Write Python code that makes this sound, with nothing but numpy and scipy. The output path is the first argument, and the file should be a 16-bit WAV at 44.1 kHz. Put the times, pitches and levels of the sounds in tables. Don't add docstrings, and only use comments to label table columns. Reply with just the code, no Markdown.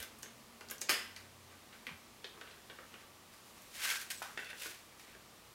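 import sys
import numpy as np
from scipy import signal
from scipy.fft import rfft, irfft, next_fast_len
from scipy.io import wavfile
from scipy.ndimage import uniform_filter1d, map_coordinates

SR = 44100
rng = np.random.default_rng(int(sys.argv[2]) if len(sys.argv) > 2 else 0)


def dump(signal):
    limited = np.clip(np.atleast_2d(signal).T, -1, 1)
    pcm = np.round(limited * 32767).astype(np.int16)
    wavfile.write(sys.argv[1], SR, pcm)


def volts_from_decibels(level):
    exponent = np.asarray(level, float) / 20
    return 10 ** exponent


N = 244314


def unit(x):
    return x / np.sqrt(np.mean(x ** 2) + 1e-20)


def along(points, hz):
    f, v = np.transpose(points)
    return np.interp(np.log(hz + 1), np.log(f + 1), v)


def curves(rows, outside=None):
    s, *columns = np.transpose(rows)
    return [np.interp(np.arange(N) / SR, s, c, outside, outside) for c in columns]


def wobble(rate):
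    knots = rng.standard_normal(int(N * rate / SR) + 4)
    return map_coordinates(knots, [np.arange(N) * rate / SR])


def filtered(x, response):
    m = next_fast_len(x.shape[-1] + 8192)
    spectrum = rfft(x, m) * response(np.fft.rfftfreq(m, 1 / SR))
    return irfft(spectrum, m)[..., :x.shape[-1]]


def mode(f, hz, width):
    return 1j * f * width / (hz * hz - f * f + 1j * f * width)


def evened(x, size=300):
    count = x.shape[-1]
    z = rfft(x, 2 * count)
    local_power = uniform_filter1d(np.abs(z) ** 2, 2 * size * count // SR)
    return irfft(z / np.sqrt(local_power))[..., :count]


def contacts(times, grain_db, t60, count=40):
    t = np.arange(SR // 10) / SR
    blows = volts_from_decibels(grain_db - 60 * t / t60) * rng.standard_normal((len(times), len(t)))
    blows[:, 0] = 1
    return evened(np.pad(blows, ((0, 0), (count, 0))), size=500)


def rung(blows, hz, share, ring, wide):
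    hz = hz[:, None]
    x = filtered(blows, lambda f: (1 + ring * mode(f, hz, share * hz)) * mode(f, hz, wide * hz) ** 2)
    return x / np.abs(x).max(1, keepdims=True)


def placed(times, sounds):
    out = np.zeros(N + SR)
    for s, sound in zip(times, sounds):
        out[round(s * SR):][:len(sound)] += sound
    return out[:N]


# (frequency [Hz], level [dB])
HISS_SPECTRUM = [(12, -45), (20, -17), (43, -17), (146, -10), (222, -5.5), (262, -10), (337, -7), (499, -9),
                 (1190, -9.5), (1660, -15), (1810, -12.5), (5080, -16.5), (12400, -22), (16000, -25)]
# (frequency [Hz], width [Hz], level [dB])
DUCT_MODES = [(57.4, 13, -77.5), (126, 8.6, -76.5), (1167, 43, -75)]
# (time [s], level [dB])
MOTOR_LEVEL = [(0.0, -73), (0.42, -84), (0.66, -71), (0.82, -77.5), (1.2, -64.5), (1.53, -68.5),
               (1.76, -78), (3.29, -75.5), (3.78, -85), (4.15, -75), (5.54, -78.5)]


def background():
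    hiss_db, motor_hz = -58.5, 90.3
    drone_db, drone_fade_db_per_s = -66.5, 3

    def narrow(hz, width):
        return unit(filtered(rng.standard_normal(N), lambda f: mode(f, hz, width)))

    hiss = unit(filtered(rng.standard_normal(N), lambda f: volts_from_decibels(along(HISS_SPECTRUM, f))))
    hiss *= volts_from_decibels(0.4 * wobble(3))
    duct = sum(volts_from_decibels(db + 1.5 * wobble(3)) * narrow(hz, width) for hz, width, db in DUCT_MODES)
    motor_db = curves(MOTOR_LEVEL)[0] + 1.34 * wobble(3.88)
    motor_phase = 2 * np.pi * np.cumsum(motor_hz + 1.04 * wobble(3.4)) / SR
    motor = volts_from_decibels(motor_db) * np.sqrt(2) * np.sin(motor_phase)
    drone_level = drone_db - drone_fade_db_per_s * np.arange(N) / SR + 1.4 * wobble(3.83)
    drone = volts_from_decibels(drone_level) * narrow(231.7, 16.0)
    return volts_from_decibels(hiss_db - 0.5) * hiss + duct + motor + drone


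# (time [s], level [dB], frequency [Hz], t60 [s])
WRIST_BUMPS = [
    (0.0, -46, 74, 0.11),
    (1.868, -45, 507, 0.079),
    (1.874, -41, 238, 0.071),
    (1.908, -40.5, 170, 0.078),
    (1.93, -48, 89, 0.11),
]


def bumps():
    t = np.arange(SR // 4) / SR
    onset = 1 - np.exp(-t / 0.0085)
    times = [row[0] for row in WRIST_BUMPS]
    pushes = [volts_from_decibels(db - 60 * t / t60) * onset * np.sin(2 * np.pi * hz * t)
              for _, db, hz, t60 in WRIST_BUMPS]
    return placed(times, pushes)


# (time [s], peak level [dB], ring [Hz], upper ring relative to ring [dB])
BOARD_PRESSES = [(0.001, -43, 1540, -0.5), (0.026, -42, 1640, .5), (0.23, -44.5, 1560, -1),
                 (0.258, -46, 1640, -7), (0.609, -43.5, 1280, -5), (0.698, -48.5, 1410, 3),
                 (0.713, -39, 1510, -4), (0.816, -39.5, 2050, 2), (2.243, -39.5, 1680, 4.5),
                 (2.342, -49.5, 1180, -22), (2.376, -46.5, 1140, -24), (2.412, -40.5, 1520, -5),
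                 (2.473, -50.5, 1460, 2), (2.51, -55, 1450, 8.5), (2.698, -42.5, 1570, 0),
                 (2.786, -41.5, 1420, -33), (2.94, -45, 1310, -0.5), (4.614, -47, 1350, 6),
                 (4.658, -39.5, 1500, -9), (5.078, -50, 2080, -20), (5.149, -49, 1520, -18)]
PLASTIC_TAPS = [
    (1.164, -44, 2250, -21),
    (1.726, -58, 1540, 8.5),
    (1.867, -30, 2180, -38),
    (1.89, -42, 1180, -4),
    (4.218, -30, 954, -23),
    (4.995, -49, 2060, -22),
]


def knocks():
    upper_ratio = 2.15
    press_thud_db, thud_growth, tap_thud_db = -49.5, 1, -72
    rows = [(*r, press_thud_db + thud_growth * (r[1] + 43)) for r in BOARD_PRESSES]
    rows += [(*r, tap_thud_db) for r in PLASTIC_TAPS]
    s, db, low_hz, high_db, thud_db = np.transpose(sorted(rows))
    blows = contacts(s, grain_db=-11, t60=0.02)
    low = rung(blows, low_hz, share=0.11, ring=0.8, wide=0.92)
    high = rung(blows, upper_ratio * low_hz, share=0.29, ring=0.3, wide=0.56)
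    thud = rung(blows, np.full(len(s), 460.), share=1.0, ring=5.7, wide=0.74)
    knock = low - volts_from_decibels(high_db)[:, None] * high + volts_from_decibels(thud_db - db)[:, None] * thud
    return placed(s, volts_from_decibels(db)[:, None] * knock)


# (time [s], peak level [dB], ring [Hz], top ring relative to ring [dB])
METAL_TICKS = [(0.0014, -41, 8350, 4), (0.0267, -40, 5460, 5), (0.187, -50, 8380, 5),
               (0.2245, -51, 5600, 9), (0.2292, -32.5, 6430, -17), (0.6082, -45, 4700, -5),
               (0.6858, -43, 4770, -8), (0.6997, -36.5, 7000, -12), (0.7093, -37.5, 5460, 10.5),
               (0.781, -41, 5930, -13), (0.8098, -45, 5970, 5), (0.814, -24.5, 6660, -21),
               (1.162, -38.5, 4640, -13), (1.8672, -50, 5200, 1), (2.2418, -47, 4450, -36),
               (2.4109, -45, 4560, -23), (2.5125, -50, 4410, -14), (2.6978, -59, 4510, -13),
               (3.619, -51, 7180, 4), (4.2195, -45.5, 5030, 1), (4.375, -40, 4770, -11),
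               (4.4448, -44, 4430, -2), (4.5017, -45.5, 4300, -3), (4.995, -52, 5200, 2)]
CLIP_BOUNCES = [
    (0.9262, -33, 9100, 0),
    (0.969, -43, 7500, -3),
]


def ticks():
    top_ratio, top_ceiling_hz = 2.25, 13200
    s, db, hz, top_db = np.transpose(METAL_TICKS + CLIP_BOUNCES)
    top_hz = np.minimum(top_ratio * hz, top_ceiling_hz)
    blows = contacts(s, grain_db=-12.5, t60=0.016)
    edge = rung(blows, hz, share=0.038, ring=1.25, wide=0.67)
    top = rung(blows, top_hz, share=0.042, ring=0.9, wide=0.68)
    return placed(s, volts_from_decibels(db)[:, None] * (edge - volts_from_decibels(top_db)[:, None] * top))


# (frequency [Hz], width [Hz], level [dB])
BOARD_MODES = [(1520, 21, 6), (1620, 51, 12), (2020, 13, -30), (2200, 63, -3), (3600, 30, -4),
               (5000, 17, -14)]


def board(x, ring_db):
    def ringing(f):
        return sum((-1) ** k * volts_from_decibels(db) * mode(f, hz, width)
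                   for k, (hz, width, db) in enumerate(BOARD_MODES))

    return filtered(x, lambda f: 1 + volts_from_decibels(ring_db) * ringing(f))


def strokes(rows, rising_hz, falling_hz):
    s, db, rise, fall, bright_db = np.transpose(rows)[..., None]
    late = np.arange(0, N / SR, 0.001) - s
    drop = np.where(late < 0, -late / np.abs(rise), late / np.abs(fall))
    power = volts_from_decibels(db - 20 * drop) ** 2
    pitch = np.log(np.where(late < 0, rising_hz, falling_hz))
    return np.array([power, power * volts_from_decibels(bright_db) ** 2, power * pitch]).sum(1)


# (frequency [Hz], level [dB per Hz])
SKIN_SPECTRUM = [(180, -59), (300, -41), (432, 12.5), (812, 4), (974, 4), (1680, 3.5), (3270, -1.5),
                 (12700, -11.5), (15800, -17)]
# (time of peak [s], peak level [dB], 20 dB rise [s], 20 dB fall [s], brightness [dB])
FINGER_STROKES = [(.03, -48.5, 0.14, 0.071, 0), (1.168, -52, 0.014, 0.11, -9),
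                  (1.52, -58, 0.044, 0.087, -19), (1.618, -65, .07, .08, -18),
                  (1.732, -53.5, .025, 0.12, -30), (2.3, -75, .02, .12, -10),
                  (2.414, -48.5, 0.0089, .04, -30), (2.54, -59, .3, 0.13, -18),
                  (2.944, -57, 0.068, .03, -22), (3.022, -58, 0.16, 0.032, -9),
                  (3.334, -60, 0.054, 0.13, -1), (3.5, -68.5, .3, 0.091, 9.5),
                  (3.566, -63.5, .07, 0.73, 3.5), (4.2, -65, .2, 0.037, 15), (4.4, -50, 0.024, 0.1, -2),
                  (4.507, -43, 0.04, 0.028, -26), (4.926, -59, 0.034, .025, -18), (5.0, -65, 0.037, .15, 9),
                  (5.076, -57, .03, 0.13, -11), (5.156, -58, 0.26, 0.018, -21)]
HAND_SWEEP = [
    (3.77, -55.5, 0.11, 0.054, 7),
    (3.853, -31.5, 0.097, 0.035, -2.5),
    (3.906, -32, 0.096, .13, -2),
    (4.016, -49, 0.16, 0.06, 6),
]
PALM_STROKES = [
    (4.103, -35.5, 0, .06, 1),
    (4.625, -46, 0.08, 0.1847, 4.5),
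    (4.655, -44, -0.08, 0.17, -3),
]
HAND_DRAG = [
    (4.226, -37.5, 0.005, 0.019, -6),
    (4.24, -47.5, .01, 0.23, -5.5),
]
# (resonance in the rise [Hz], resonance in the fall [Hz])
HOLLOW_PITCH = [
    (2070, 1900),
    (2350, 2050),
    (2150, 1975),
    (1500, 1205),
]
# (time [s], level [dB])
SQUEAK_LEVEL = [
    (4.13, -79),
    (4.155, -61),
    (4.185, -54.5),
    (4.195, -76),
]


def slides():
    hollows = np.geomspace(1200, 3500, num=5)
    grit = volts_from_decibels(1.1 * wobble(70) + 1.8 * wobble(500)) * rng.standard_normal(N)
    rub = filtered(grit, lambda f: volts_from_decibels(along(SKIN_SPECTRUM, f)) * f ** 2 / (f + 900j) ** 2)
    body = [unit(filtered(rub, lambda f: (0.52 + mode(f, hz, 0.32 * hz)) * mode(f, 2400, 4600)))
            for hz in hollows]
    fizz = unit(filtered(rub, lambda f: f ** 2 / (f + 4500j) ** 2))

    groups = (HAND_SWEEP, PALM_STROKES, FINGER_STROKES, HAND_DRAG)
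    power, bright_power, pitch_sum = sum(strokes(rows, *hz) for rows, hz in zip(groups, HOLLOW_PITCH))

    def per_sample(c):
        return np.interp(np.arange(N) / SR, np.arange(len(c)) / 1000, c)

    level = per_sample(np.sqrt(power))
    bright = per_sample(np.sqrt(bright_power))
    pitch = per_sample(pitch_sum / (power + 1e-30))

    distance = (pitch - np.log(hollows[:, None])) / np.log(hollows[1] / hollows[0])
    share = np.clip(1 - np.abs(distance), 0, 1)
    out = volts_from_decibels(-6.0) * (level * np.sum(np.sqrt(share) * body, 0) + bright * fizz)
    squeak = unit(filtered(grit, lambda f: mode(f, 7900, 700) ** 2))
    return board(out, ring_db=-2.5) + volts_from_decibels(curves(SQUEAK_LEVEL, outside=-120)[0]) * squeak


# (time [s], peak level [dB], rattle t60 [s])
CLIP_SNAP = [
    (0.893, -12.5, 0.013),
]
# (frequency [Hz], level [dB per Hz])
SNAP_SPECTRUM = [(88, -47), (150, -16), (382, -0.5), (727, -10), (1470, 0.5), (2040, 0), (3070, -1),
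                 (3880, -9), (5000, -1), (6080, -10.5), (6570, -10), (11800, -12.5), (15800, -17.5)]
# (frequency [Hz], width [Hz], level [dB])
STEEL_MODES = [(4705, 70, -3), (5146, 60, 0), (6498, 90, -5), (9211, 120, -5), (11510, 140, -3)]


def snap():
    shiver_db, shiver_t60 = -27.5, 0.4
    s, db, t60 = CLIP_SNAP[0]
    t = np.arange(SR // 2) / SR
    blows = rng.standard_normal(len(t)) * volts_from_decibels(3.7 * rng.standard_normal(len(t)))
    onset = 1 - np.exp(-t / 0.00081)
    decay = volts_from_decibels(-60 * t / t60) + volts_from_decibels(shiver_db - 60 * t / shiver_t60)
    rattle = evened(blows * onset * decay)

    def steel(f):
        return 1 + volts_from_decibels(4.0) * sum(volts_from_decibels(level) * mode(f, hz, width) for hz, width, level in STEEL_MODES)

    rattle = filtered(rattle, lambda f: volts_from_decibels(along(SNAP_SPECTRUM, f)) * steel(f))
    rattle = filtered(rattle, lambda f: (f / (f - 140j)) ** 2)
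    rattle /= np.abs(rattle).max()
    touch = filtered(rattle, lambda f: mode(f, 2000, 2500))
    return placed([s - 0.005, s], [volts_from_decibels(db - 15) * touch, volts_from_decibels(db - 3) * rattle])


# (time [s], peak level [dB], upper modes relative [dB])
MODULE_ROCKS = [
    (4.374, -30, -12.5),
    (4.39, -32, -10.5),
    (4.419, -40, -11),
    (4.431, -39, -14),
    (4.457, -46, 1),
    (4.467, -42.5, -3),
    (4.499, -43, -15),
    (4.508, -42, -6),
    (4.529, -37, -14),
]
# (frequency [Hz], width [Hz], level [dB])
MODULE_MODES = [(467, 53, -5.5), (1530, 24, 3.5), (1900, 53, 0.5), (2210, 92, -6.5), (2690, 25, 3),
                (3480, 79, -6)]


def rocks():
    s, db, upper_db = np.transpose(MODULE_ROCKS)
    lift_db = upper_db[:, None] + 9

    def modes(f):
        return sum((-1) ** k * volts_from_decibels(level + (hz > 2300) * lift_db) * mode(f, hz, 3.4 * width)
                   for k, (hz, width, level) in enumerate(MODULE_MODES))

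    x = filtered(contacts(s, grain_db=-19.5, t60=0.031), modes)
    return placed(s, volts_from_decibels(db)[:, None] * x / np.abs(x).max(1, keepdims=True))


# (frequency [Hz], t60 [s])
ROOM_T60 = [(200, 0.19), (1000, 0.48), (3000, 0.51), (8000, 0.26), (15000, 0.1)]


def room(x, count=12):
    out, part = np.zeros(N + SR), N // count + 1
    for k in range(count):
        hz, t, z = signal.stft(rng.standard_normal(SR * 3 // 4), SR, nperseg=256)
        walls = volts_from_decibels(-60 * t / along(ROOM_T60, hz)[:, None])
        near = 0.78 * volts_from_decibels(-60 * t / 0.2)
        tail = evened(signal.istft(z * (walls + near), SR, nperseg=256)[1])
        tail *= 1 - np.exp(-np.arange(len(tail)) / SR / 0.0015)
        wet = signal.fftconvolve(x[k * part:][:part], tail / np.linalg.norm(tail))
        out[k * part:][:len(wet)] += wet
    return out[:N]


def scene():
    tap, tick, rock, clips, rub = knocks(), ticks(), rocks(), snap(), slides()
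    small = volts_from_decibels(1.0) * tap + volts_from_decibels(-2.0) * tick + volts_from_decibels(-2.5) * rock
    wet = room(small + volts_from_decibels(5.5) * clips + volts_from_decibels(-8.5) * rub)
    direct = tap + tick + rock + clips + rub + bumps()
    return (direct + wet + background())[None]


def band_limit(x):
    return signal.sosfilt(signal.butter(12, 16350, fs=SR, output="sos"), x)


def record(dry):
    top_hz = 15830
    mix = filtered(dry, lambda f: f < top_hz)
    return band_limit(mix)


dry = scene()
out = record(dry)
dump(out)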